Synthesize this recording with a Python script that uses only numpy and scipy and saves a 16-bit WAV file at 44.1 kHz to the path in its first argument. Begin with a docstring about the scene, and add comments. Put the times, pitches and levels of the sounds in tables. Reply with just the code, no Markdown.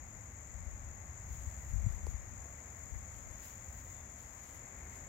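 """Cicadas on a summer evening

A lawn: cicadas buzz in the trees, their noise clicks throbbing and coloured into a chorus, over the
shaped noise of distant traffic. Faint gliding tones whistle far off and a soft swell of noise whooshes.
Low noise and ringing eddies are wind on the left microphone port of a hand-held phone; dense grains
of rustling cloth and finger taps that ring the casing come from near the right port."""
import sys
import numpy as np
from scipy import signal
from scipy.fft import rfft, irfft
from scipy.io import wavfile
from scipy.ndimage import uniform_filter1d

SR = 44100
rng = np.random.default_rng(int(sys.argv[2]) if len(sys.argv) > 2 else 0)


def dump(signal):
    """Clip the signal to [-1, 1] and save it as 16-bit WAV at the path in sys.argv[1]."""
    limited = np.clip(np.atleast_2d(signal).T, -1, 1)
    pcm = np.round(limited * 32767).astype(np.int16)
    wavfile.write(sys.argv[1], SR, pcm)


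N = 224160


def from_db(db):
    """Amplitude gain of a level in dB."""
    return 10 ** (np.asarray(db) / 20)


def rms_one(x):
    """Scale a signal to rms 1."""
    return x / np.sqrt(np.mean(x ** 2) + 1e-20)


def in_time(rows):
    """Value of a (time_s, value) curve at every sample, joined by straight lines."""
    return np.interp(np.arange(N) / SR, *np.transpose(rows))


def columns_at_hz(table):
    """Each value column of a table over the FFT bins, joined on a log frequency axis."""
    hz, *columns = np.transpose(table)
    log_bins = np.log(np.arange(N // 2 + 1) * SR / N + 1)   # 1 Hz added: no log of zero
    values = np.array([np.interp(log_bins, np.log(hz), column) for column in columns])
    return values, np.exp(log_bins), hz


def coloured(x, table):
    """Give unit white noise the table's dB per Hz, one column per channel, steeply closed at both ends."""
    level_db, bins, hz = columns_at_hz(table)
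    skirt = 1 / (1 + (hz[0] / bins) ** 8) / (1 + (bins / hz[-1]) ** 8)
    return irfft(rfft(x) * from_db(level_db) * skirt, N) * np.sqrt(SR / 2)


def drift(rate_hz):
    """Random wander of rms 1: white noise through two equal low-pass poles at rate_hz."""
    r = np.exp(-2 * np.pi * rate_hz / SR)
    noise = rng.standard_normal(N + SR)
    settled = signal.lfilter([1], [1, -2 * r, r * r], noise)[SR:]
    return rms_one(settled)


def ring(clicks, hz, t60_s):
    """A resonance: each unit click starts a sine of height 1 that decays by 60 dB in t60_s."""
    r = from_db(-60 / (t60_s * SR))
    w = 2 * np.pi * hz / SR
    return signal.lfilter([0, np.sin(w)], [1, -2 * r * np.cos(w), r * r], clicks + 1e-18)


def strikes(times_s, gains):
    """One single-sample click per event."""
    clicks = np.zeros(N)
    clicks[np.round(np.array(times_s) * SR).astype(int)] = gains
    return clicks


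def swell_db(start_s, hold_s, rise_db_per_s, fall_db_per_s):
    """Level that rises to 0 dB at the start, holds and falls, in straight lines of dB."""
    t = np.arange(N) / SR - start_s
    return np.minimum(0, np.minimum(rise_db_per_s * t, fall_db_per_s * (hold_s - t)))


def traffic():
    """Distant noise: long waves reach both ports alike, the right a little later; bass and hush swell apart."""
    # colour before the swells: pitch_hz, left_db_per_hz, right_db_per_hz
    far_colour = [(21.9, -100, -86), (31.7, -84, -76), (43.3, -74, -73.5), (72, -67.5, -67.5),
                  (111.4, -74, -77), (153, -83.5, -84.5), (220, -85.5, -85.5), (425, -93.5, -100),
                  (540, -87, -98), (754, -89.5, -90.5), (915, -89, -95.5), (1560, -92, -99),
                  (2010, -87, -104.5), (2300, -91.5, -103), (2930, -107, -109), (4920, -113, -115)]
    # left-right likeness: pitch_hz, correlation (0-1)
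    likeness = [(60, 0.93), (130, 1), (290, 0.91), (640, 1), (1410, 0.08), (3100, 0.32), (6820, 0.03),
                (15000, 0.01)]
    # swell of the bass: time_s, level_db
    bass_swell = [(0, -1), (1.1, 2), (1.4, 5), (1.8, 1.5), (2.4, 0), (2.65, -4.5), (3.1, 2), (3.55, -2.5),
                  (3.85, 2), (4.4, -5.5), (5.08, 0)]
    # swell of the hush above the bass: time_s, level_db
    hush_swell = [(0, -0.5), (.6, 0), (2.6, 0.97), (4.2, -0.2), (4.7, 1), (4.92, 2), (5.08, 1)]
    right_lag_s = 0.00025

    alike = columns_at_hz(likeness)[0][0]
    left, other = rfft(rng.standard_normal((2, N)))
    lag = np.exp(-2j * np.pi * np.arange(N // 2 + 1) * SR / N * right_lag_s)
    right = alike * left * lag + np.sqrt(1 - alike ** 2) * other
    far = coloured(irfft([left, right], N), far_colour)
    bass = signal.sosfiltfilt(signal.butter(2, 150, fs=SR, output="sos"), far)
    hush = far - bass
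    return hush * from_db(in_time(hush_swell)) + bass * from_db(in_time(bass_swell))


def whistle():
    """Far breathy tones, perhaps birds: slow noise rides on a sine that sags in pitch; echoes blur it."""
    # whistles: start_s, hold_s, start_hz, sag_hz_per_s, nominal level_db, left_minus_right_db
    calls = [(3.92, 0.1, 3590, 1200, -78, 0), (3.93, .06, 2780, 1100, -81, 6)]
    # echoes off the trees: delay_s, level_db
    echoes = [(.047, -3), (.11, -8)]
    rise_db_per_s, fall_db_per_s = 200, 120

    direct = np.zeros((2, N))
    for start_s, hold_s, start_hz, sag_hz_per_s, call_db, pan_db in calls:
        hz = start_hz - sag_hz_per_s * (np.arange(N) / SR - start_s)
        breath = 1 + 0.3 * drift(30)
        phase = 2 * np.pi * np.cumsum(hz) / SR + 1.1 * drift(40)
        level_db = call_db + swell_db(start_s, hold_s, rise_db_per_s, fall_db_per_s)
        direct += from_db(level_db) * breath * np.sin(phase) * from_db([[pan_db / 2], [-pan_db / 2]])
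    echoed = sum(from_db(db) * np.roll(direct, int(delay_s * SR), axis=1) for delay_s, db in echoes)
    return direct + echoed


def whoosh():
    """Far soft noise in two broad bands swells once and fades."""
    # the swell, one row: start_s, hold_s, rise_db_per_s, fall_db_per_s
    envelope = (4.8, 0.16, 42, 140)
    # colour at full swell: pitch_hz, left_db_per_hz, right_db_per_hz
    bands = [(283, -100, -102), (370, -91, -85), (483, -104, -106), (1610, -106, -112), (2180, -87, -99),
             (2760, -106, -112)]
    return from_db(swell_db(*envelope)) * coloured(rng.standard_normal(N), bands)


def taps():
    """Each finger tap cracks the high modes of the casing; the soft fingertip then knocks the low ones."""
    # finger taps: time_s, strength_db, crack_db against the knock
    touches = [(1.9785, -51, -20), (2.0674, -37.5, -10), (2.4545, -49, -24), (3.303, -64, 4),
               (3.864, -51, -14), (4.546, -54, -8)]
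    # low casing modes: pitch_hz, left_db, right_db, t60_s
    low_modes = [(290, -10, 0, 0.01), (440, 9.5, 7.5, 0.011), (630, 11, 16, 0.0036), (940, 8.5, 9, 0.0061)]
    # high casing modes: pitch_hz, left_db, right_db, t60_s
    high_modes = [(2620, -12, -3, .005), (4720, -5, 3.5, 0.0038), (6500, -6, 4, 0.0072),
                  (9900, -24, 6, 0.0052), (11300, -22, -4, 0.0031)]
    knock_lag_s = 0.0002   # the low modes answer a little after the crack

    time_s, strength_db, crack_db = np.transpose(touches)
    crack = strikes(time_s, from_db(strength_db + crack_db))
    soft = signal.butter(2, [240, 1100], "band", fs=SR, output="sos")
    knock = signal.sosfilt(soft, strikes(time_s + knock_lag_s, from_db(strength_db)))
    out = np.zeros((2, N))
    for modes, clicks in ((high_modes, crack), (low_modes, knock)):
        for k, (hz, left_db, right_db, t60_s) in enumerate(modes):
            sign = (-1) ** k   # neighbouring modes start in opposite phase
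            out += sign * from_db([[left_db], [right_db]]) * ring(clicks, hz, t60_s)
    return out


def cloth():
    """Fibres slip in dense clumped grains under each rub, with a brightness of its own; a few fibres snap."""
    # colour of the rustle, only its shape counts: pitch_hz, left_db_per_hz, right_db_per_hz
    fabric = [(1460, 5.5, -11), (2940, -4, -7.5), (4540, -9, -9), (7500, 4.5, -6), (8900, -30, -5.5),
              (9800, -22, -1.5), (10400, -29, -10), (11900, -12, -1), (14400, -20, -10), (15000, -20, -14),
              (18000, -29, -18)]
    # rubs: start_s, hold_s, nominal level_db of the 8.5-12.5 kHz part, lift_db of the top above 14.6 kHz
    rubs = [(1.33, 0.03, -73, 16), (1.42, 0.34, -78, 14), (1.888, 0.063, -74.5, 9), (2.073, 0.032, -75, 10),
            (2.3, 0.32, -86, -2), (2.737, 0.25, -85, 19), (3.16, 0.018, -74, 9), (3.31, .05, -78.5, 3),
            (3.39, .03, -86, 10), (3.44, 0.02, -72, 16), (3.481, 0.014, -68, 15), (3.59, .04, -85, 4),
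            (3.658, .07, -78, 15), (3.76, 0.027, -75, 20), (3.854, 0.096, -77.5, 16), (4.02, .15, -86, -2),
            (4.214, .015, -74, 10), (4.3, 0.057, -78.5, 17), (4.437, 0.13, -74, 13), (4.65, .25, -83, 0),
            (4.937, .05, -75, 14)]
    # single fibres snapping, level at the right port: time_s, peak_db, pitch_hz
    fibres = [(3.452, -56, 12300), (3.503, -54, 12400), (3.77, -56, 15400), (3.802, -53, 15200),
              (4.214, -53, 12000), (4.43, -58, 12300), (4.517, -56, 12300), (4.547, -43, 12600),
              (4.554, -51, 12800)]
    rise_db_per_s, fall_db_per_s = 172, 157
    patchy_db, snap_t60_s = 1.8, 0.0034

    sizes = from_db(2.0 * np.minimum(rng.exponential(1, (2, N)), 5))
    grains_per_s = 12000 * from_db(1.5 * drift(40))
    slips = rng.random((2, N)) < grains_per_s / SR
    rustle = coloured(sizes * rng.standard_normal((2, N)) * slips, fabric)
    band_filter = signal.butter(4, [8500, 12500], "band", fs=SR, output="sos")
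    band = signal.sosfilt(band_filter, rustle.mean(axis=0))   # reference for the rub levels
    top = signal.sosfiltfilt(signal.butter(4, 14600, "high", fs=SR, output="sos"), rustle)
    body = rustle - top

    power = np.array([from_db(db + swell_db(start_s, hold_s, rise_db_per_s, fall_db_per_s)) ** 2
                      for start_s, hold_s, db, _ in rubs])
    top_power = from_db([lift_db for *_, lift_db in rubs]) ** 2 @ power
    # body and top flicker apart
    body_gain = np.sqrt(power.sum(axis=0)) * from_db(patchy_db * drift(19))
    top_gain = np.sqrt(top_power) * from_db(patchy_db * drift(17))
    rubbed = (body_gain * body + top_gain * top) / band.std()
    snaps = sum(ring(strikes([s], from_db(db)), hz, snap_t60_s) for s, db, hz in fibres)
    return rubbed + snaps * from_db([[-25], [0]])


def wind():
    """Turbulence on the left port: lumpy low noise under the gusts, and single eddies as damped thumps."""
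    # strength of the breeze before the lumps: time_s, rms_db
    gusts = [(.1, -54), (.4, -63), (.58, -43), (.7, -54), (.87, -44.5), (1.15, -66), (1.28, -49),
             (1.42, -41), (1.49, -59), (1.62, -51), (1.7, -38), (1.76, -34.5), (1.8, -51), (1.83, -37),
             (1.93, -37), (2, -50), (2.09, -35.5), (2.15, -47), (2.3, -46.5), (2.6, -68), (2.84, -51),
             (2.93, -52), (3.01, -51), (3.05, -59), (3.3, -51.5), (3.55, -70), (4.2, -64), (5.08, -64)]
    # colour of the turbulence, only its shape counts: pitch_hz, level_db_per_hz
    turbulence = [(15, -18), (30, 5), (50, 7), (72, 8), (105, -11), (150, -14), (210, -19.5), (300, -31.5),
                  (400, -37)]
    # eddies that thump the port: time_s, push_db, pitch_hz, t60_s
    eddies = [(0.663, -30, 62, 0.15), (.727, -34, 52, .12), (1.301, -31, 75, .1), (1.468, -23.5, 67, 0.064),
              (1.7315, -20, 76, 0.07), (1.754, -24, 85, .06), (1.774, -23.5, 71, .17), (1.84, -25, 82, .1),
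              (1.862, -13, 98, 0.055), (1.877, -22, 68, .12), (1.905, -30, 75, .1), (1.951, -30, 55, .1),
              (2.14, -24.5, 58, 0.11), (2.918, -28.5, 56, 0.12), (2.954, -29, 56, .1)]
    lumpy_db, lumps_hz = 3, 5.3

    noise = coloured(rng.standard_normal(N), turbulence)[0]
    even = noise / np.sqrt(uniform_filter1d(noise ** 2, size=3000) + 1e-20)   # the gusts set the level
    gust_db = np.interp(np.arange(N) / SR, *np.transpose(gusts), right=-90)
    left = even * from_db(gust_db + lumpy_db * drift(lumps_hz))
    soften = signal.butter(4, 200, fs=SR, output="sos")
    for time_s, push_db, hz, t60_s in eddies:
        push = signal.sosfilt(soften, strikes([time_s], -from_db(push_db)))   # a soft push, not a click
        left += ring(push, hz, t60_s)
    return np.array([left, from_db(-30) * left])


def cicadas():
    """Far clicks merge to an even buzz; each near singer throbs at its own pitch and overtone, wavering."""
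    # buzz and overtone at each port, before the swell: pitch_hz, left_db_per_hz, right_db_per_hz
    chorus = [(4470, -112, -119), (5120, -104, -116), (5480, -101, -109), (5880, -105, -111),
              (6205, -91.5, -101), (6370, -87, -97.5), (6870, -79.5, -92.5), (7000, -83, -93.5),
              (7220, -80, -102), (7657, -95, -108), (8020, -106, -112), (8450, -124, -110),
              (8980, -126, -108), (9630, -126, -116), (11100, -124, -127), (12450, -114, -116),
              (12550, -109, -113), (13900, -104, -114), (14700, -109, -116), (17500, -116, -118)]
    # nearer singers: mean bursts_per_s, throb depth (0-1), pitch_hz, width_hz, share of left buzz power (0-1)
    singers = [(46.2, 1, 7660, 500, 0.5), (44.9, .6, 7550, 430, 0.09), (75.5, 1, 7260, 280, 0.25),
               (121, 1, 7250, 410, 0.06), (91.4, 0.3, 6000, 700, 0.13), (70.8, 0.1, 5200, 390, 0.22)]
    # loudness of the chorus: time_s, level_db
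    chorus_swell = [(0, 0.5), (.4, 0.5), (1.2, 1.5), (2, 1.5), (3, 2), (4, 1.5), (5.08, 1.5)]
    waver_db, clicks_per_s = 1.2, 20000

    bins = np.arange(N // 2 + 1) * SR / N
    near, taken = 0, 0
    for bursts_per_s, depth, hz, width_hz, share in singers:
        turn = 2 * np.pi * np.cumsum(bursts_per_s * (1 + 0.01117 * drift(2.43))) / SR
        throb = (1 + depth * np.cos(turn)) ** 2 * from_db(waver_db * drift(2.15))
        clicks = rng.standard_normal((2, N)) * (rng.random((2, N)) < clicks_per_s / SR) * throb
        pitch = np.exp(-0.5 * ((bins - hz) / width_hz) ** 2)
        overtone = 0.92 * np.exp(-0.5 * ((bins - 1.64 * hz) / (2 * width_hz)) ** 2)
        power = share * (pitch + overtone) * np.array([[1], [0.4]])   # the right port faces away from them
        near = near + np.sqrt(power) * rfft(rms_one(clicks))
        taken = taken + power
    # the even crowd fills what the near singers leave
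    crowd = np.sqrt(np.clip(1 - taken, 0, 1)) * rfft(rng.standard_normal((2, N)))
    loudness = from_db(in_time(chorus_swell) + 0.25 * drift(3.0))
    return coloured(irfft(near + crowd, N), chorus) * loudness


def scene():
    """All sources as they reach the two ports."""
    return traffic() + whistle() + whoosh() + taps() + cloth() + wind() + cicadas()


def record(dry):
    """The microphones lose the deepest bass; the top is cut above 15.8 kHz."""
    lean = signal.sosfilt(signal.butter(2, 36, "high", fs=SR, output="sos"), dry)
    return signal.sosfilt(signal.ellip(12, 0.5, 60, 15800, fs=SR, output="sos"), lean)


dry = scene()
out = record(dry)
dump(out)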